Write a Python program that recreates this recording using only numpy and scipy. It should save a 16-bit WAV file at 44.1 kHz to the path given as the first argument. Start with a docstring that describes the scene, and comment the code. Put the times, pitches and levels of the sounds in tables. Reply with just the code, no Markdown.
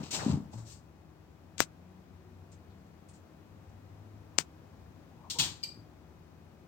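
"""A kitten slides down the side of a small metal stove on its claws, thumps the panel and lands on a ledge.
Something brushes the left microphone's opening with a sharp snap, claws tap lightly, and a second snap
follows. Then a hard object squeaks and clatters in the room, a smaller piece clinks, and two soft steps
sound on the ledge. Under it all lie a low room rumble, a steady hum and the faint drone of a far motor
that slowly rises, then sinks and fades."""
import sys
import numpy as np
from scipy import signal
from scipy.fft import rfft, irfft, next_fast_len
from scipy.io import wavfile

SR = 44100
rng = np.random.default_rng(int(sys.argv[2]) if len(sys.argv) > 2 else 0)


def log_audio(samples):
    """Write samples as a 16-bit WAV file to the path given in sys.argv[1]."""
    # one column per channel
    frames = np.atleast_2d(samples).T
    # limit to full scale, then quantise
    limited = np.clip(frames, -1, 1)
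    pcm = np.round(limited * 32767).astype(np.int16)
    wavfile.write(sys.argv[1], SR, pcm)


N = 294147
TIME = np.arange(N) / SR

# tone colour (strength at each frequency) of claws on painted metal: f/Hz, level/dB
CLAW_COLOUR = [(700, -22), (1900, -5), (2700, 1.5), (3400, 0), (4200, 3), (6500, -1), (7700, 0.5),
               (9000, -13), (10300, -38), (12400, -22), (15000, -23), (17000, -31)]
# snaps at the microphone: t/s, tick/dB, air push/dB, sharp edge/dB, lead-in/s, first slip/dB, friction/dB
MIC_SNAPS = [(1.6041, -3, 1.5, -13.5, .0222, -20.5, -31), (4.3865, -2.5, -5.5, -35.5, .0039, -9, -35)]


def from_db(db):
    """Turn decibels into a factor to multiply by."""
    return 10 ** (np.asarray(db) / 20)


def rms_one(x):
    """Scale a signal so that its average strength (rms) is 1."""
    return x / np.sqrt(np.mean(x ** 2) + 1e-20)


def in_time(rows):
    """Join timed rows with straight lines, giving one curve per value column."""
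    times, *columns = np.transpose(rows)
    return [np.interp(TIME, times, column) for column in columns]


def at_hz(points, hz):
    """Read between a table's rows, with every octave equally wide."""
    freqs, values = np.transpose(points)
    return np.interp(np.log(np.maximum(hz, 1)), np.log(freqs), values)


def pan(left_db):
    """Left and right gains that make the left side louder by left_db."""
    gains = from_db([[left_db / 2], [-left_db / 2]])
    return gains / gains.mean()


def drift(turns_per_s):
    """A random wandering curve of typical size 1."""
    knots = rng.standard_normal(int(N / SR * turns_per_s) + 2)
    return rms_one(np.interp(TIME * turns_per_s, np.arange(len(knots)), knots))


def envelope(start, attack_s, hold_s, fade_db_per_s):
    """Swell, hold, then die away."""
    age = TIME - start
    fade_db = np.clip(fade_db_per_s * (age - attack_s - hold_s), 0, 200)
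    return np.clip(age / attack_s, 0, 1) * from_db(-fade_db)


def lowpass(x, hz, order=2):
    """Turn down what lies above hz."""
    return signal.sosfilt(signal.butter(order, min(hz, .45 * SR), fs=SR, output="sos"), x + 1e-18)


def highpass(x, hz, order=4):
    """Turn down what lies below hz."""
    return signal.sosfilt(signal.butter(order, hz, "high", fs=SR, output="sos"), x)


def through(x, response):
    """Let every sample of x set off a copy of the response (convolution)."""
    return signal.fftconvolve(np.atleast_2d(x), np.atleast_2d(response), axes=-1)[:, :N]


def impulse(colour, size=4096):
    """A short click with the given tone colour; peak 1."""
    cepstrum = irfft(np.log(from_db(at_hz(colour, np.fft.rfftfreq(size, 1 / SR)))))
    # pack the energy at the start (minimum phase)
    cepstrum[1:size // 2] *= 2
    cepstrum[size // 2 + 1:] = 0
    response = irfft(np.exp(rfft(cepstrum)))
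    return response / np.abs(response).max()


def ringing(modes):
    """The fading tones of a struck body; each drops 60 dB in its ring time, t60."""
    t = TIME[:SR]
    response = sum(from_db(db - 60 * t / t60) * np.sin(2 * np.pi * hz * t) for hz, db, t60 in modes)
    return response / np.abs(response).max()


def clicks(times, levels_db):
    """One single-sample spike per contact."""
    samples = np.clip(np.round(np.atleast_1d(times) * SR), 0, N - 1).astype(int)
    return np.bincount(samples, from_db(np.atleast_1d(levels_db)), N)


def noise(colour):
    """Stereo noise of a given tone colour; the two sides are alike in the bass, not in the treble."""
    # how alike left and right are: f/Hz, correlation (1 = the same)
    likeness = [(30, .7), (60, 0.87), (120, 0.75), (300, 0.69), (700, 0.31), (2000, 0.23), (8000, 0.064)]
    size = next_fast_len(N)
    hz = np.fft.rfftfreq(size, 1 / SR)
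    alike = np.clip(at_hz(likeness, hz), 0, 1)
    mid, side = rfft(rng.standard_normal((2, size))) * from_db(at_hz(colour, hz))
    spectrum = np.sqrt(1 + alike) * mid + np.sqrt(1 - alike) * side * [[1], [-1]]
    return rms_one(irfft(spectrum, size)[:, :N])


def room(x, wet_db):
    """Add the room's echo at level wet_db; its treble dies fastest."""
    # how long the room rings: f/Hz, ring time/s
    ring_times = [(100, 0.52), (400, 0.35), (1200, 0.35), (4000, .32), (8000, 0.29), (14000, 0.25)]
    size = SR // 2
    hz, t = np.fft.rfftfreq(size, 1 / SR), TIME[:size]
    white = rfft(noise([(20, 0), (20000, 0)])[:, :size])
    edges = np.geomspace(40, SR / 2, 13)
    tail = 0
    for low, high in zip(edges, edges[1:]):
        band = irfft(white * (hz >= low) * (hz < high), size)
        tail += band * from_db(-60 * t / at_hz(ring_times, np.sqrt(low * high)))
    tail *= 1 - np.exp(-t / .002)
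    return x + from_db(wet_db) * through(x, rms_one(tail) / np.sqrt(size))


def nearby(x, wet_db, t60):
    """Add quick, dense echoes from the floor and furniture."""
    t = TIME[:SR // 6]
    echoes = rng.standard_normal((2, len(t))) * from_db(-60 * t / t60)
    return x + from_db(wet_db) * through(x, rms_one(echoes) / np.sqrt(len(t)))


def rumble():
    """The room's low noise, a little louder at first."""
    # tone colour of the rumble: f/Hz, level/dB
    colour = [(20, -29.5), (40, -21.5), (55, -11), (72, -0.5), (100, -2), (125, -6), (210, -6), (330, -8.5),
              (430, -14), (800, -15.5), (1600, -24.5), (3200, -32.5), (6500, -36.5), (10000, -45.5),
              (16000, -38.5)]
    # its loudness over time: t/s, level/dB
    loudness = [(0, -51), (.85, -58), (2, -57), (4.8, -55.5), (6.7, -57)]
    return noise(colour) * from_db(in_time(loudness)[0])


def hum(waver_db=0.5):
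    """Appliances hum and faintly whine at steady pitches."""
    # appliance tones: f/Hz, level/dB
    tones = [(69, -68.5), (88, -65), (157.7, -64.5), (316, -71.5), (2495, -86)]
    return sum(from_db(db + waver_db * drift(3.9)) * np.sin(2 * np.pi * hz * TIME) for hz, db in tones)


def motor(waver_db=2.0, overtone_db=-14.5):
    """A far motor changes speed; each of its tones swells as it passes a pitch the room rings at."""
    # the motor's lowest tone: t/s, f/Hz, level/dB
    drone = [(0, 86, -69), (1.2, 87, -69), (1.55, 89.08, -66.5), (4.25, 103, -66), (4.6, 104, -69.5),
             (5.6, 93.7, -91), (6.7, 91.5, -79)]
    # room resonances: f/Hz, width/Hz, lift/dB
    resonances = [(89, 1, 11), (93.4, 1.8, 11), (101.7, 3, 11.5), (182, 6, 18), (192, 5, 19), (371, 7, 16)]
    pitch, level_db = in_time(drone)
    full_db = level_db.max()
    phase = 2 * np.pi * np.cumsum(pitch * (1 + 0.0033 * drift(9))) / SR
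    out = 0
    for harmonic in (1, 2, 4):
        lift = sum(from_db(db) ** 2 / (1 + (2 * (harmonic * pitch - hz) / width) ** 2) ** 2
                   for hz, width, db in resonances)
        faded_db = full_db + (level_db - full_db) / harmonic   # the lowest tone fades most
        tone_db = faded_db + overtone_db * (harmonic > 1) + waver_db * drift(5.4)
        out += from_db(tone_db) * np.sqrt(1 + lift) * np.sin(harmonic * phase)
    return out


def background():
    """Hum, rumble and motor together; sqrt(2) gives a sine wave an rms of 1."""
    return (np.sqrt(2) * hum() + rumble() + np.sqrt(2) * motor()) * pan(4.8)


def squeaks(roughness=0.11):
    """Short, rough gliding tones as the hard object shifts on its support."""
    # squeaks: t/s, length/s, level/dB, start f/Hz, end f/Hz
    glides = [(5.167, 0.073, -63, 853, 1056), (5.23, 0.053, -53.5, 1149, 780),
              (5.345, 0.043, -48.5, 866, 950), (5.349, .035, -48, 375, 520)]
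    out = np.zeros(N)
    for start, length, db, start_hz, end_hz in glides:
        progress = np.clip((TIME - start) / length, 0, 1)
        pitch = (start_hz + (end_hz - start_hz) * progress) * (1 + roughness * drift(600))
        out += from_db(db) * np.sin(np.pi * progress) * np.sin(2 * np.pi * np.cumsum(pitch) / SR)
    return room(out, wet_db=-4) * pan(6.6)


def clatter():
    """A hard object knocks and bounces some way off, heard mostly through its echoes."""
    # the object's hits: t/s, crack/dB, ring/dB, knock/dB, echo relative to the crack/dB
    hits = [(5.2999, -11.5, -48, -55, -1), (5.307, -9.5, -40, -59, -17), (5.387, -5, -30, -20, 2),
            (5.394, -5, -29, -22.5, -2), (5.399, -5, -15.5, -24.5, -13), (5.431, -14.5, -39, -22.5, 2.5)]
    # its ringing tones: f/Hz, level/dB, ring time/s
    object_tones = [(2568, 5, 0.12), (2990, -1, 0.23), (3200, 5, 0.21), (3400, 8.5, 0.14), (3370, -8, 0.24),
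                    (3480, -7, .26), (3830, 10, 0.12), (3960, -12, .25), (4230, -9, .25), (4330, -11, 0.18),
                    (5050, -2, 0.14), (4570, -14, 0.25), (5970, -1, 0.2), (6600, -4, 0.23),
                    (7180, -19, .15), (7470, -1, 0.3)]
    # tone colour of the bright crack: f/Hz, level/dB
    crack_colour = [(800, -18.5), (1900, -15.5), (2500, -10), (3300, -0.5), (4600, 2.5), (5600, -2.5),
                    (7500, -1), (8800, -5.5), (10400, -36.5), (12500, -17.5), (15000, -15), (17000, -22)]
    # tone colour of the dull knock: f/Hz, level/dB
    knock_colour = [(50, -6), (100, 18), (150, 6.5), (240, 1), (350, 6), (560, -14.5), (800, 2.5),
                    (1400, 0), (1900, 2.5), (3000, -2.5), (6000, -62)]
    times, crack_db, ring_db, knock_db, tail_db = np.transpose(hits)
    crack, knock = impulse(crack_colour), impulse(knock_colour)
    cracks = nearby(through(clicks(times, crack_db), crack), wet_db=13.5, t60=0.091)
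    far = through(clicks(times, crack_db + tail_db), crack) + through(clicks(times, knock_db), knock)
    rings = room(through(clicks(times, ring_db), ringing(object_tones)), wet_db=-12.5)
    return (from_db(-21) * (cracks + room(far, wet_db=21.5)) + rings) * pan(5.3)


def clink():
    """A smaller piece strikes twice in quick succession and rings briefly."""
    # the piece's hits: t/s, level/dB
    hits = [(5.63, -39), (5.636, -26.5)]
    # its ringing tones: f/Hz, level/dB, ring time/s
    piece_tones = [(2415, -12, 0.14), (3100, -10, 0.019), (4430, -4, 0.011), (4750, 5.5, 0.016),
                   (4900, -7, 0.016), (6200, -11, 0.016), (7700, -6.5, 0.038), (8000, -17, 0.017),
                   (12600, -6, 0.0035)]
    rings = highpass(through(clicks(*np.transpose(hits)), ringing(piece_tones)), 2320)
    return room(nearby(rings, wet_db=7.0, t60=0.063), wet_db=-4.0) * pan(5.3)


def slips(count=4, gap_ratio=.45, growth_db=2):
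    """Ticks that come ever faster and stronger on the way to each snap."""
    k = np.arange(count)
    return sum(clicks(snap_s - lead * gap_ratio ** k, slip_db + growth_db * k)
               for snap_s, _, _, _, lead, slip_db, _ in MIC_SNAPS)


def friction(settle_s=.007, drag_s=0.02, lift_off_db_per_s=850):
    """Brushing noise: light during the slips, a burst at the snap, then a short drag."""
    # tone colour of the brushing: f/Hz, level/dB
    colour = [(60, -3), (150, 8), (330, -7), (700, -4.5), (1600, -1.5), (3500, -2.5), (7500, 1),
              (9000, -5.5), (10500, -33.5), (12500, -22), (15000, -12.5), (17000, -29)]
    power = 0
    for snap_s, _, _, _, lead, _, db in MIC_SNAPS:
        touch = envelope(snap_s - lead - settle_s, settle_s, lead, lift_off_db_per_s)
        before = from_db(-12.5) * touch ** 2
        burst = from_db(7.5) * envelope(snap_s, 0.00067, 0, fade_db_per_s=1300)
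        drag = envelope(snap_s, .001, drag_s, lift_off_db_per_s)
        power += from_db(db) ** 2 * (before ** 2 + burst ** 2 + drag ** 2)
    return noise(colour)[0] * np.sqrt(power)


def air_push(kicks, push_hz=1990, leak_hz=126, leak_width_hz=130):
    """Air trapped in the microphone's opening swings down, then up, and leaks with a short low ring."""
    swing = np.exp(-2 * np.pi * push_hz / SR)
    smoothed = lowpass(kicks, push_hz, order=5)
    pressure = signal.lfilter([-swing, 1], [1, -swing], smoothed) * SR / (np.pi * push_hz)
    decay = np.exp(-np.pi * leak_width_hz / SR)
    feedback = [1, -2 * decay * np.cos(2 * np.pi * leak_hz / SR), decay ** 2]
    return signal.lfilter([1, -2, 1], feedback, pressure)


def microphone_snaps(slip_push_db=-23, slip_edge_db=-33, case_db=-25):
    """Something slips and snaps at the left microphone; the right gets a dull trace through the case."""
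    # tone colour of the tick: f/Hz, level/dB
    tick_colour = [(300, -28), (1500, -10), (2100, -8.5), (3000, -3), (4200, -3), (5800, -1.5), (7800, 2.5),
                   (9000, -17), (10500, -45.5), (15000, -32.5)]
    # tone colour of its sharp, very high edge: f/Hz, level/dB
    edge_colour = [(3000, -31.5), (11000, -33), (13000, -1.5), (15000, -1), (16500, -21.5)]
    # tones of the microphone's case: f/Hz, level/dB, ring time/s
    case_tones = [(139.74, 0, 0.054), (330, -5, .035)]
    times, tick_db, push_db, edge_db = np.transpose(MIC_SNAPS)[:4]
    run_up = slips()
    ticks = through(clicks(times, tick_db) + run_up, impulse(tick_colour))[0]
    edges = through(clicks(times, edge_db) + from_db(slip_edge_db) * run_up, impulse(edge_colour))[0]
    push = air_push(clicks(times, push_db) + from_db(slip_push_db) * run_up)
    thud = through(clicks(times, push_db + case_db), ringing(case_tones))[0]
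    left = ticks + edges + push + thud + friction()
    right = from_db(-25.0) * room(lowpass(left, 1100, order=1), wet_db=-2.5)[1]
    return np.array([left, right])


def claw_touches(sharpness=3.7, scrape_db=-8):
    """Short scuffs that swell and fade around one pitch, each with a little scrape of claw on paint."""
    # light touches: t/s, level/dB, swell/s, centre f/Hz
    touches = [(0.19, -41.5, .0097, 1850), (0.53, -50.5, 0.0058, 930), (2.514, -63, .013, 7700),
               (2.695, -73, .012, 4500), (2.862, -75, 0.0071, 7490), (3.084, -61.5, 0.011, 8600),
               (3.129, -64.5, 0.016, 8000), (3.692, -75, .006, 6980)]
    out = np.zeros((2, N))
    scrape = from_db(scrape_db) * noise(CLAW_COLOUR)
    for start, db, swell, hz in touches:
        age = TIME[:SR // 4] / swell
        dull_noise = lowpass(rng.standard_normal((2, len(age))), hz, order=6)
        scuff = rms_one(signal.lfilter(*signal.iirpeak(hz, sharpness, fs=SR), dull_noise))
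        span = slice(int(start * SR), int(start * SR) + len(age))
        out[:, span] += from_db(db) * (scuff + scrape[:, span]) * age * np.exp(1 - age)
    return out * pan(2.4)


def paw_thumps(lowest_hz=75, sharpness=2.2):
    """Padded paws set the stove's side and ledge booming; a slower push favours the lower tones."""
    # paws striking the side: t/s, level/dB, centre f/Hz of the push
    blows = [(.003, -23.5, 198), (.032, -27.5, 300), (.262, -9.5, 240), (0.28, -17, 242), (.295, -9, 171),
             (.302, -18.5, 380), (.314, -9.5, 84), (.328, -18, 230), (.338, -8.5, 148), (.372, -17.5, 235),
             (.4, -24, 195), (.43, -37, 200), (.492, -35, 209)]
    # tones of the side panel: f/Hz, level/dB, ring time/s
    panel_tones = [(81, -4.5, 0.076), (144, -5.5, 0.062), (206, 0.5, 0.052), (228, -5, 0.071),
                   (276, -1, 0.055), (385, -4, 0.031)]
    # soft steps on the ledge: t/s, level/dB
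    steps = [(.54, -37.5), (.558, -35), (5.774, -41), (5.813, -46)]
    # tones of the ledge: f/Hz, level/dB, ring time/s
    ledge_tones = [(113.4, 1, 0.34), (196, 3, 0.056), (293, -11, 0.22)]
    pushes = 0
    for start, db, hz in blows:
        soft_blow = lowpass(clicks(start, db), 2 * hz)
        pushes += signal.lfilter(*signal.iirpeak(hz, sharpness, fs=SR), soft_blow)
    panel = through(pushes, ringing(panel_tones))
    ledge = through(clicks(*np.transpose(steps)), ringing(ledge_tones))
    return highpass(room(panel + ledge, wet_db=-10), lowest_hz) * pan(4.3)


def kitten_slide(grains_per_s=1200, grain_db=4.0, bright_hz=7500, judder_db=1.0, judders_per_s=70):
    """Claws catch in tiny uneven slips, brighter when they glide lightly, while fur rubs the panel."""
    # strokes down the panel: t/s, swell/s, hold/s, claws/dB, fur/dB, brightness/dB
    strokes = [(0, 0.0015, 0.0044, -56.5, -47, -12), (0.023, 0.0098, 0.032, -50, -61, -16),
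               (.105, 0.0095, .008, -36.5, -51, 3.5), (0.122, 0.017, 0.0084, -35, -40.5, 3.5),
               (0.168, 0.026, 0.12, -45.5, -41, -7), (0.51, 0.027, 0.072, -66, -57, 10.5),
               (0.639, 0.056, 0.022, -59.5, -72, 12.5)]
    # tone colour of rubbing fur: f/Hz, level/dB
    fur_colour = [(45, -20), (75, -3.5), (130, 3.5), (280, -4.5), (480, -7), (900, -4.5), (1400, -15.5),
                  (2000, -24), (3000, -45)]
    claw_power = hiss_power = fur_power = 0
    for start, swell, hold, claw_db, fur_db, bright_db in strokes:
        stroke = from_db(claw_db) * envelope(start, swell, hold, fade_db_per_s=232)
        claw_power += stroke ** 2
        hiss_power += (from_db(bright_db) * stroke) ** 2
        fur_power += (from_db(fur_db) * envelope(start, swell, hold, fade_db_per_s=150)) ** 2
    catches = (rng.random(N) < grains_per_s / SR) * rng.choice([-1, 1], N)
    grains = catches * from_db(grain_db * np.minimum(rng.exponential(1, N), 4))
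    grit = rms_one(through(grains, impulse(CLAW_COLOUR)))
    hiss = rms_one(highpass(noise(CLAW_COLOUR), bright_hz, order=2))
    scrape = 0.47 * grit + 0.62 * noise(CLAW_COLOUR)
    claws = scrape * np.sqrt(claw_power) + 0.5 * hiss * np.sqrt(hiss_power)
    fur = noise(fur_colour) * np.sqrt(fur_power)
    return (claws * pan(7.0) + fur * pan(4.8)) * from_db(judder_db * drift(judders_per_s))


def scene(right_lag_s=0.0001):
    """All sources at the two microphones; sound from the room reaches the right one a little later."""
    left, right = (background() + kitten_slide() + paw_thumps() + claw_touches()
                   + squeaks() + clatter() + clink())
    late_right = np.interp(TIME - right_lag_s, TIME, right)
    return np.array([left, late_right]) + microphone_snaps()


def record(dry, ceiling=.84, cutoff_hz=16000):
    """The sharpest peaks overload and are flattened; the highest treble is cut."""
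    treble_cut = signal.ellip(12, .1, 80, cutoff_hz, fs=SR, output="sos")
    return signal.sosfilt(treble_cut, np.clip(dry, -ceiling, ceiling))


dry = scene()
out = record(dry)
log_audio(out)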